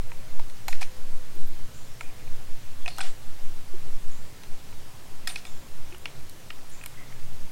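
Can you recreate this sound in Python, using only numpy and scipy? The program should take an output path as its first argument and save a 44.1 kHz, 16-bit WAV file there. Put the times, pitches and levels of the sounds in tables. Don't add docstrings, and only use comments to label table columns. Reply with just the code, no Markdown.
import sys
import numpy as np
from scipy import signal
from scipy.io import wavfile
from scipy.ndimage import uniform_filter1d

SR = 44100
rng = np.random.default_rng(int(sys.argv[2]) if len(sys.argv) > 2 else 0)


def dump_mix(stems):
    frames = np.atleast_2d(stems).T
    limited = np.clip(frames, -1, 1)
    pcm = np.round(limited * 32767).astype(np.int16)
    wavfile.write(sys.argv[1], SR, pcm)


def volts(x):
    e = np.asarray(x, float) / 20
    return 10 ** e


N = 331191
T = np.arange(N) / SR
FOCUS_DB = 8.5
BLOW_SAMPLES = 1500

# (frequency [Hz], level [dB], t60 [s])
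SHELL_MODES = [(1410, -8, 0.041), (1660, -6.5, 0.0034), (1864, 1, 0.0068), (2250, -8, 0.022),
               (2290, 5.5, 0.0044), (3130, -7.5, 0.0046)]
# (frequency [Hz], level [dB], t60 [s])
UPPER_MODES = [(3324, -6.5, 0.025), (4180, 7, 0.0045), (4330, -13, 0.015), (5010, 5, 0.0042),
               (5000, -8, 0.0077)]
# (frequency [Hz], level [dB], t60 [s])
STEEL_MODES = [(6040, 9, 0.0029), (7460, 2.5, 0.007), (7550, 6, 0.008), (8245, -8.5, 0.054),
               (9200, 6.5, 0.0058), (10500, -3.5, 0.0066)]
# (frequency [Hz], level [dB], t60 [s])
TOP_MODES = [(12200, 22, 0.0042), (13370, -15, 0.0069), (13400, 22, 0.0036), (14300, -29, 0.0026)]


def evened(x):
    return x / np.sqrt(np.mean(x ** 2) + 1e-20)


def add(mix, s, sound):
    part = mix[round(s * SR):][:len(sound)]
    part += sound[:len(part)]


def curve(rows, column):
    rows = np.array(rows)
    return np.interp(T, rows[:, 0], rows[:, column])


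def hiss(points, patchy_db, size=1024):
    frames, bins = 4 * N // size + 5, np.fft.rfftfreq(size, 1 / SR)
    real, imag, patches = rng.standard_normal((frames, len(bins), 3)).T
    patches = uniform_filter1d(patches, size=12, axis=0)
    patches = evened(uniform_filter1d(patches, size=8, axis=1))
    hz, db = np.transpose(points)
    shape_db = np.interp(np.log(bins + 1), np.log(hz + 1), db)[:, None]
    spectrum = (real + 1j * imag) * volts(shape_db + patchy_db * patches)
    noise = signal.istft(spectrum, nperseg=size, noverlap=3 * size // 4)[1]
    return evened(noise[:N])


def narrowed(noise, width_hz):
    r = np.exp(-np.pi * width_hz / SR)
    return signal.lfilter([1], np.convolve([1, -r], [1, -r]), noise)


def fuzz(length_s, hz, width_hz):
    t = np.arange(round(length_s * SR)) / SR
    noise = [1, 1j] @ rng.standard_normal((2, SR // 4))[:, :len(t)]
    carrier = np.exp(2j * np.pi * hz * t)
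    return evened((narrowed(noise, width_hz) * carrier).real)


def gusts():
    # (time of peak [s], heave level [dB], length [s])
    gust_rows = [(0.045, -20.5, 0.19), (0.165, -14, 0.07), (0.412, -12, 0.22), (0.782, -11, 0.24),
                 (1.114, -13.5, 0.24), (1.44, -11.5, 0.28), (1.59, -14, 0.14), (1.864, -17.5, 0.13),
                 (2.066, -21, 0.093), (2.329, -16, 0.18), (2.52, -16, 0.11), (2.827, -18.5, 0.37),
                 (3.062, -14.5, 0.14), (3.3, -18.5, 0.16), (3.484, -15, 0.24), (3.789, -13.5, 0.18),
                 (3.96, -10.5, 0.18), (4.12, -13, 0.24), (4.514, -18, 0.1), (4.77, -26.5, 0.23),
                 (5.21, -23, 0.23), (5.526, -24, 0.36), (5.79, -19, 0.19), (6.23, -25, 0.14),
                 (6.675, -24, .35), (6.993, -31.5, 0.16), (7.278, -19.5, 0.29), (7.414, -11, 0.084)]
    calm_db = -35.5
    t = T[::50]
    power = volts(2 * calm_db)
    for s, db, length_s in gust_rows:
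        power = power + volts(2 * db) * np.exp(-(3 * (t - s) / length_s) ** 2)
    return np.interp(T, t, np.sqrt(power))


def heave():
    swings = sum(np.sin(2 * np.pi * (hz * T + rng.random())) / (1 + (hz / 5.94) ** 4)
                 for hz in np.linspace(2, 14, num=30))
    envelope = abs(signal.hilbert(swings))
    steady = swings / (uniform_filter1d(envelope, size=SR // 8) + 0.7)
    return evened(steady - steady.mean()) * gusts()


def traffic():
    # (frequency [Hz], level per Hz [dB])
    spectrum = [(15, -24), (32, -15.5), (62, -3), (80, -6), (140, -9), (160, -11.5), (250, -22),
                (400, -38.5)]
    return volts(-51.5) * hiss(spectrum, patchy_db=-1.4, size=4096)


def engine():
    # (time [s], frequency [Hz], level [dB])
    track = [(0, 108, -45.5), (.5, 105, -59.5), (1.1, 122, -62), (1.8, 118, -52.5), (2.5, 108, -54),
             (3.0, 110, -59), (3.8, 124, -54.5), (4.6, 118, -58.5), (5.2, 100, -61.5), (5.7, 130, -58.5),
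             (6.2, 136, -55), (6.6, 120, -65), (7.1, 130, -50), (7.51, 128, -57.5)]
    phase = 2 * np.pi * np.cumsum(curve(track, 1)) / SR
    waver = narrowed(rng.standard_normal((2, N)), width_hz=14)
    tone = waver[0] * np.cos(phase) + waver[1] * (np.sin(phase) + 0.22 * np.sin(2 * phase))
    return volts(curve(track, 2)) * evened(tone)


def leaves():
    # (frequency [Hz], level per Hz [dB])
    spectrum = [(120, -25), (200, -3), (1180, -10.5), (7010, -17), (14600, -24), (16000, -23)]
    stir = 0.027
    breeze_db = uniform_filter1d(20 * np.log10(gusts()), size=SR)
    level_db = -50.5 + stir * (breeze_db - breeze_db.mean())
    return volts(level_db) * hiss(spectrum, patchy_db=1.16)


def dove():
    # (time [s], length [s], level [dB], first frequency [Hz], last frequency [Hz])
    coos = [
        (.05, 0.19, -57, 490, 589),
        (.22, 0.074, -56, 625, 628),
        (.4, .18, -64, 526, 500),
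        (.8, 0.514, -58, 512, 478),
        (2.1, 0.39, -59, 501, 490),
    ]
    swell_share, ends_db = 0.27, -6
    out = np.zeros(N)
    for s, length_s, db, first_hz, last_hz in coos:
        u = np.linspace(0, 1, round(length_s * SR))
        hz = first_hz + (last_hz - first_hz) * u ** 2
        tone = np.sin(2 * np.pi * np.cumsum(hz) / SR)
        swell_db = np.interp(u, [0, swell_share, 1], [ends_db, 0, ends_db])
        add(out, s, np.sqrt(2) * volts(db + swell_db) * tone * signal.windows.tukey(len(u), .1))
    return out


def ring(modes, damping_db_s):
    t = np.arange(BLOW_SAMPLES) / SR
    draws = rng.standard_normal((len(modes), 2)) * [1.5, .015]
    sound = np.zeros(len(t))
    for k, ((hz, db, t60_s), (shift_db, detune)) in enumerate(zip(modes, draws)):
        decay = volts(db + shift_db - 60 * t / t60_s)
        attack = 1 - np.exp(-.4 * hz * t)
        sound += (-1) ** k * decay * attack * np.sin(2 * np.pi * hz * (1 + detune) * t)
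    return volts(-damping_db_s * t) * sound / np.sqrt(np.mean(sound[:130] ** 2))


def struck(modes, hz, spot_db, spot_t60_s):
    near = [(f, db - FOCUS_DB * abs(np.log2(f / hz)), t60_s) for f, db, t60_s in modes]
    return near + [(hz, spot_db, spot_t60_s)]


def chatter(sound, skip, bounce):
    t = np.arange(400) / SR
    skips = skip * rng.standard_normal(400) * (rng.random(400) < .1) * np.exp(-t / .003)
    skips[0] = 1
    skips = skips + bounce * np.roll(skips, shift=140)
    return np.convolve(sound, skips / np.linalg.norm(skips))


def wood_echo(send):
    # (frequency [Hz], level [dB])
    spectrum = [(300, -30), (700, -4), (2000, -7), (4000, -5), (8500, -3), (11500, -5), (15500, -13)]
    t = T[:SR // 2]
    build_up = 1 - np.exp(-t / .006)
    echo = hiss(spectrum, patchy_db=2.0, size=256)[:len(t)] * volts(-60 * t / .3) * build_up
    return signal.oaconvolve(send, echo / np.linalg.norm(echo))[:N]


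def echoed(blows, echo_db, skip_bounce):
    out, send = np.zeros(N), np.zeros(N)
    onset = 3 * np.exp(-np.arange(BLOW_SAMPLES) / 25)
    for s, db, sound in blows:
        skip, bounce = skip_bounce(db)
        add(out, s, volts(db) * chatter(sound, skip, bounce))
        add(send, s, volts(db + echo_db) * sound * onset)
    return out + wood_echo(send)


def shell_blows(rows, hollow_modes, spot_t60_s):
    for s, db, hz, body_db, upper_db in rows:
        shell = ring(struck(SHELL_MODES, hz, -3, spot_t60_s), 1400)
        body = volts(body_db) * ring(hollow_modes, 0)
        yield s, db, shell + body + volts(upper_db) * ring(UPPER_MODES, 1200)


def steel_blows(rows, damping_db_s):
    for s, db, hz, top_db in rows:
        steel = ring(struck(STEEL_MODES, hz, 3.0, .012), damping_db_s)
        yield s, db, steel + volts(top_db) * ring(TOP_MODES, damping_db_s)


def picks():
    # (time [s], level [dB], strongest ring [Hz], hollow body re blow [dB], upper shell re blow [dB])
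    rows = [(.118, -38.5, 2250, -5, -20), (.3956, -43, 2230, 6.5, -2), (.4983, -48, 2030, -17, -1),
            (2.009, -31, 2300, -12, -12), (2.012, -39, 1430, -6.5, -20), (2.1, -50, 2250, -20, -20),
            (2.2764, -47, 2300, -14, -11), (4.4351, -45, 2550, -4.5, -3), (4.7258, -48, 2580, -4.5, -19),
            (5.9242, -41.5, 2570, -17, -22), (5.9464, -41, 2800, -13, -20), (6.0560, -33, 2320, -38, -5.5),
            (6.0569, -26, 2750, -16.5, -10), (6.5034, -40, 2150, -19, -3), (6.505, -31, 2690, -21, -14),
            (6.813, -43, 2620, -26, -17), (6.838, -37.5, 2330, -23, -20), (6.8607, -34.5, 2900, -14, -8.5),
            (7.1245, -43.5, 2100, -9, -17)]
    # (frequency [Hz], level [dB], t60 [s])
    tray_modes = [(900, 2.5, 0.013), (1160, -11, 0.0084), (700, -6, 0.015)]
    return echoed(shell_blows(rows, tray_modes, .011), -15, lambda db: (.12, .25))


def ticks():
    # (time [s], level [dB], strongest ring [Hz], top octave [dB])
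    rows = [(.3955, -51, 5900, -3), (.4993, -48, 8600, -17), (0.6819, -30.5, 6700, -4.5),
            (0.7266, -41, 6550, -17), (0.813, -41, 7400, -12), (0.818, -39, 5800, -9),
            (1.3533, -53, 6910, 2), (2.0103, -42.5, 6900, -23), (2.8595, -44, 6370, -13),
            (2.8796, -44.5, 9200, -19), (2.9647, -48, 6400, -11), (2.9831, -35, 6400, -7),
            (2.9974, -47, 9300, -21), (3.0054, -43, 8100, -24), (3.0096, -32.5, 8200, -30),
            (4.4343, -49, 6160, -14), (5.2737, -29.5, 8400, -4), (5.2747, -28, 5160, -20),
            (2.8784, -41.5, 4400, -25), (0.684, -34.5, 4280, -20), (.829, -38, 4200, -25),
            (5.358, -42, 8570, -21.5), (5.451, -45, 8340, -18), (5.4674, -47, 7260, -18),
            (2.887, -37, 4900, -25), (.829, -44, 6230, -20), (5.357, -38, 4500, -25)]
    loose = .9
    return echoed(steel_blows(rows, 2500), -9 + 10 * np.log10(loose),
                  lambda db: (loose * (.15 + volts(2 * db + 54)), loose * .3))


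def presses():
    # (time [s], level [dB], strongest ring [Hz], hollow body re blow [dB], upper shell re blow [dB])
    rows = [(.6795, -43, 2280, -1, -6), (.6821, -27, 2000, -2, -7), (.6855, -33.5, 2480, 2, -13),
            (0.7268, -31, 2380, -13, -8), (.7295, -30, 1970, -18, -9), (.8104, -45, 1770, -7, -19),
            (.814, -33, 1980, -27, -18), (.8175, -34.5, 2330, 0, -14), (0.8275, -30, 2400, -35, -10),
            (2.8603, -28, 2560, -12.5, -16), (2.8791, -27, 2540, -8.5, -4), (2.9746, -44.5, 2820, -1, 0),
            (2.9838, -31.5, 1390, -2.5, -5), (2.991, -32, 1430, -5, -8), (3.0054, -24, 2540, -12, -15),
            (3.0088, -25.5, 1470, -16, -13), (3.0141, -35, 2330, -5, 5), (5.2735, -27, 1780, -19.5, 0),
            (5.2788, -26, 2340, -25, -25), (5.2983, -46, 2450, 2, -20), (5.3590, -28, 2480, -17, -5.5),
            (5.4522, -37.5, 2300, -14, -3), (5.4693, -44.5, 2280, -7, -4)]
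    # (frequency [Hz], level [dB], t60 [s])
    body_modes = [(758, 1, 0.039), (1030, -1.5, 0.01), (627, 10, 0.0038)]
    return echoed(shell_blows(rows, body_modes, .018), -10.5, lambda db: (.17, .4))


def brushes():
    # (time [s], length [s], level [dB], centre frequency [Hz], width [Hz])
    rows = [(.74, 0.027, -56, 4010, 3000), (0.807, .04, -39, 3965, 6000), (1.352, .1, -53.5, 347, 120),
            (1.40, 0.025, -58, 9500, 2000), (1.466, 0.027, -52, 13500, 2500),
            (1.481, 0.073, -53.5, 319, 120), (2.023, 0.093, -55, 2440, 200), (2.796, 0.082, -58, 3360, 300),
            (2.857, 0.067, -50.5, 700, 120), (2.887, 0.12, -50.5, 4250, 450),
            (3.01, 0.067, -49.5, 711, 120), (3.015, 0.11, -44, 2776, 4040),
            (3.027, 0.11, -49.5, 7500, 2500), (0.682, 0.032, -59, 5000, 5000),
            (5.28, 0.067, -43.5, 8900, 900), (5.283, 0.054, -45, 2490, 3500),
            (5.289, 0.023, -42.5, 3650, 250), (5.369, 0.038, -47, 4520, 4000),
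            (5.456, 0.048, -53, 3580, 200), (6.69, 0.033, -55.5, 9500, 2000),
            (6.86, 0.034, -61, 10500, 2000), (6.972, .08, -48, 2004, 200), (7.05, 0.082, -59, 2100, 300)]
    grain_db, grain_s = 0.5, 0.00224
    out = np.zeros(N)
    for s, length_s, db, hz, width_hz in rows:
        sound = fuzz(length_s, hz, width_hz)
        u = np.linspace(0, 1, len(sound))
        grains = uniform_filter1d(rng.standard_normal(SR // 4), size=round(grain_s * SR))
        grains = evened(grains)[:len(u)]
        add(out, s, volts(db + grain_db * grains + 1.5) * sound * 2 * np.sqrt(u) * (1 - u))
    return out


def small_bird():
    # (time [s], level [dB])
    buzzes = [
        (1.738, -59),
        (4.111, -60),
        (5.459, -59),
        (6.713, -57.5),
    ]
    out = np.zeros(N)
    t = np.arange(round(.2 * SR)) / SR
    held = np.minimum(t / 0.0026, 1) * volts(-90 * np.maximum(t - .055, 0))
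    for s, db in buzzes:
        add(out, s, volts(db) * held * (fuzz(.2, 7250, 450) + fuzz(.2, 6650, 600) * volts(-100 * t)))
    return out


def thumps():
    # (time [s], level [dB], frequency [Hz], t60 [s])
    rows = [
        (3.035, -36.5, 345, 0.056),
        (3.736, -26.5, 372, 0.056),
        (3.876, -38, 375, 0.051),
        (5.921, -38, 363, 0.1),
    ]
    out, t = np.zeros(N), np.arange(SR // 5) / SR
    for s, db, hz, t60_s in rows:
        attack = 1 - np.exp(-t / 0.021)
        add(out, s, volts(db + 6.5 - 60 * t / t60_s) * attack * np.sin(2 * np.pi * hz * t))
    return out


def taps():
    # (time [s], level [dB], strongest ring [Hz], top octave [dB])
    rows = [(5.9828, -45, 9000, -2), (6.0560, -40, 8050, -20), (6.2960, -41.5, 9600, -6),
            (6.2968, -37.5, 4200, -12), (6.8393, -38, 9570, -11), (6.8607, -31.5, 9500, -3)]
    loose = .15
    return echoed(steel_blows(rows, 9000), -9 + 10 * np.log10(loose),
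                  lambda db: (loose * (.15 + volts(2 * db + 54)), loose * .3))


def scene():
    air = heave() + traffic() + engine() + leaves()
    animals = dove() + small_bird()
    loading = picks() + ticks() + presses() + brushes() + thumps() + taps()
    return (air + animals + loading)[None]


def top_cut(x):
    return signal.sosfilt(signal.butter(12, 16780, fs=SR, output="sos"), x)


def record(dry):
    edge_hz, offset = 15950, 0.00016
    low_pass = signal.firwin(1501, edge_hz, window=("kaiser", 3), fs=SR)
    limited = signal.oaconvolve(dry, low_pass[None], "same")
    return top_cut(limited + offset)


dry = scene()
out = record(dry)
dump_mix(out)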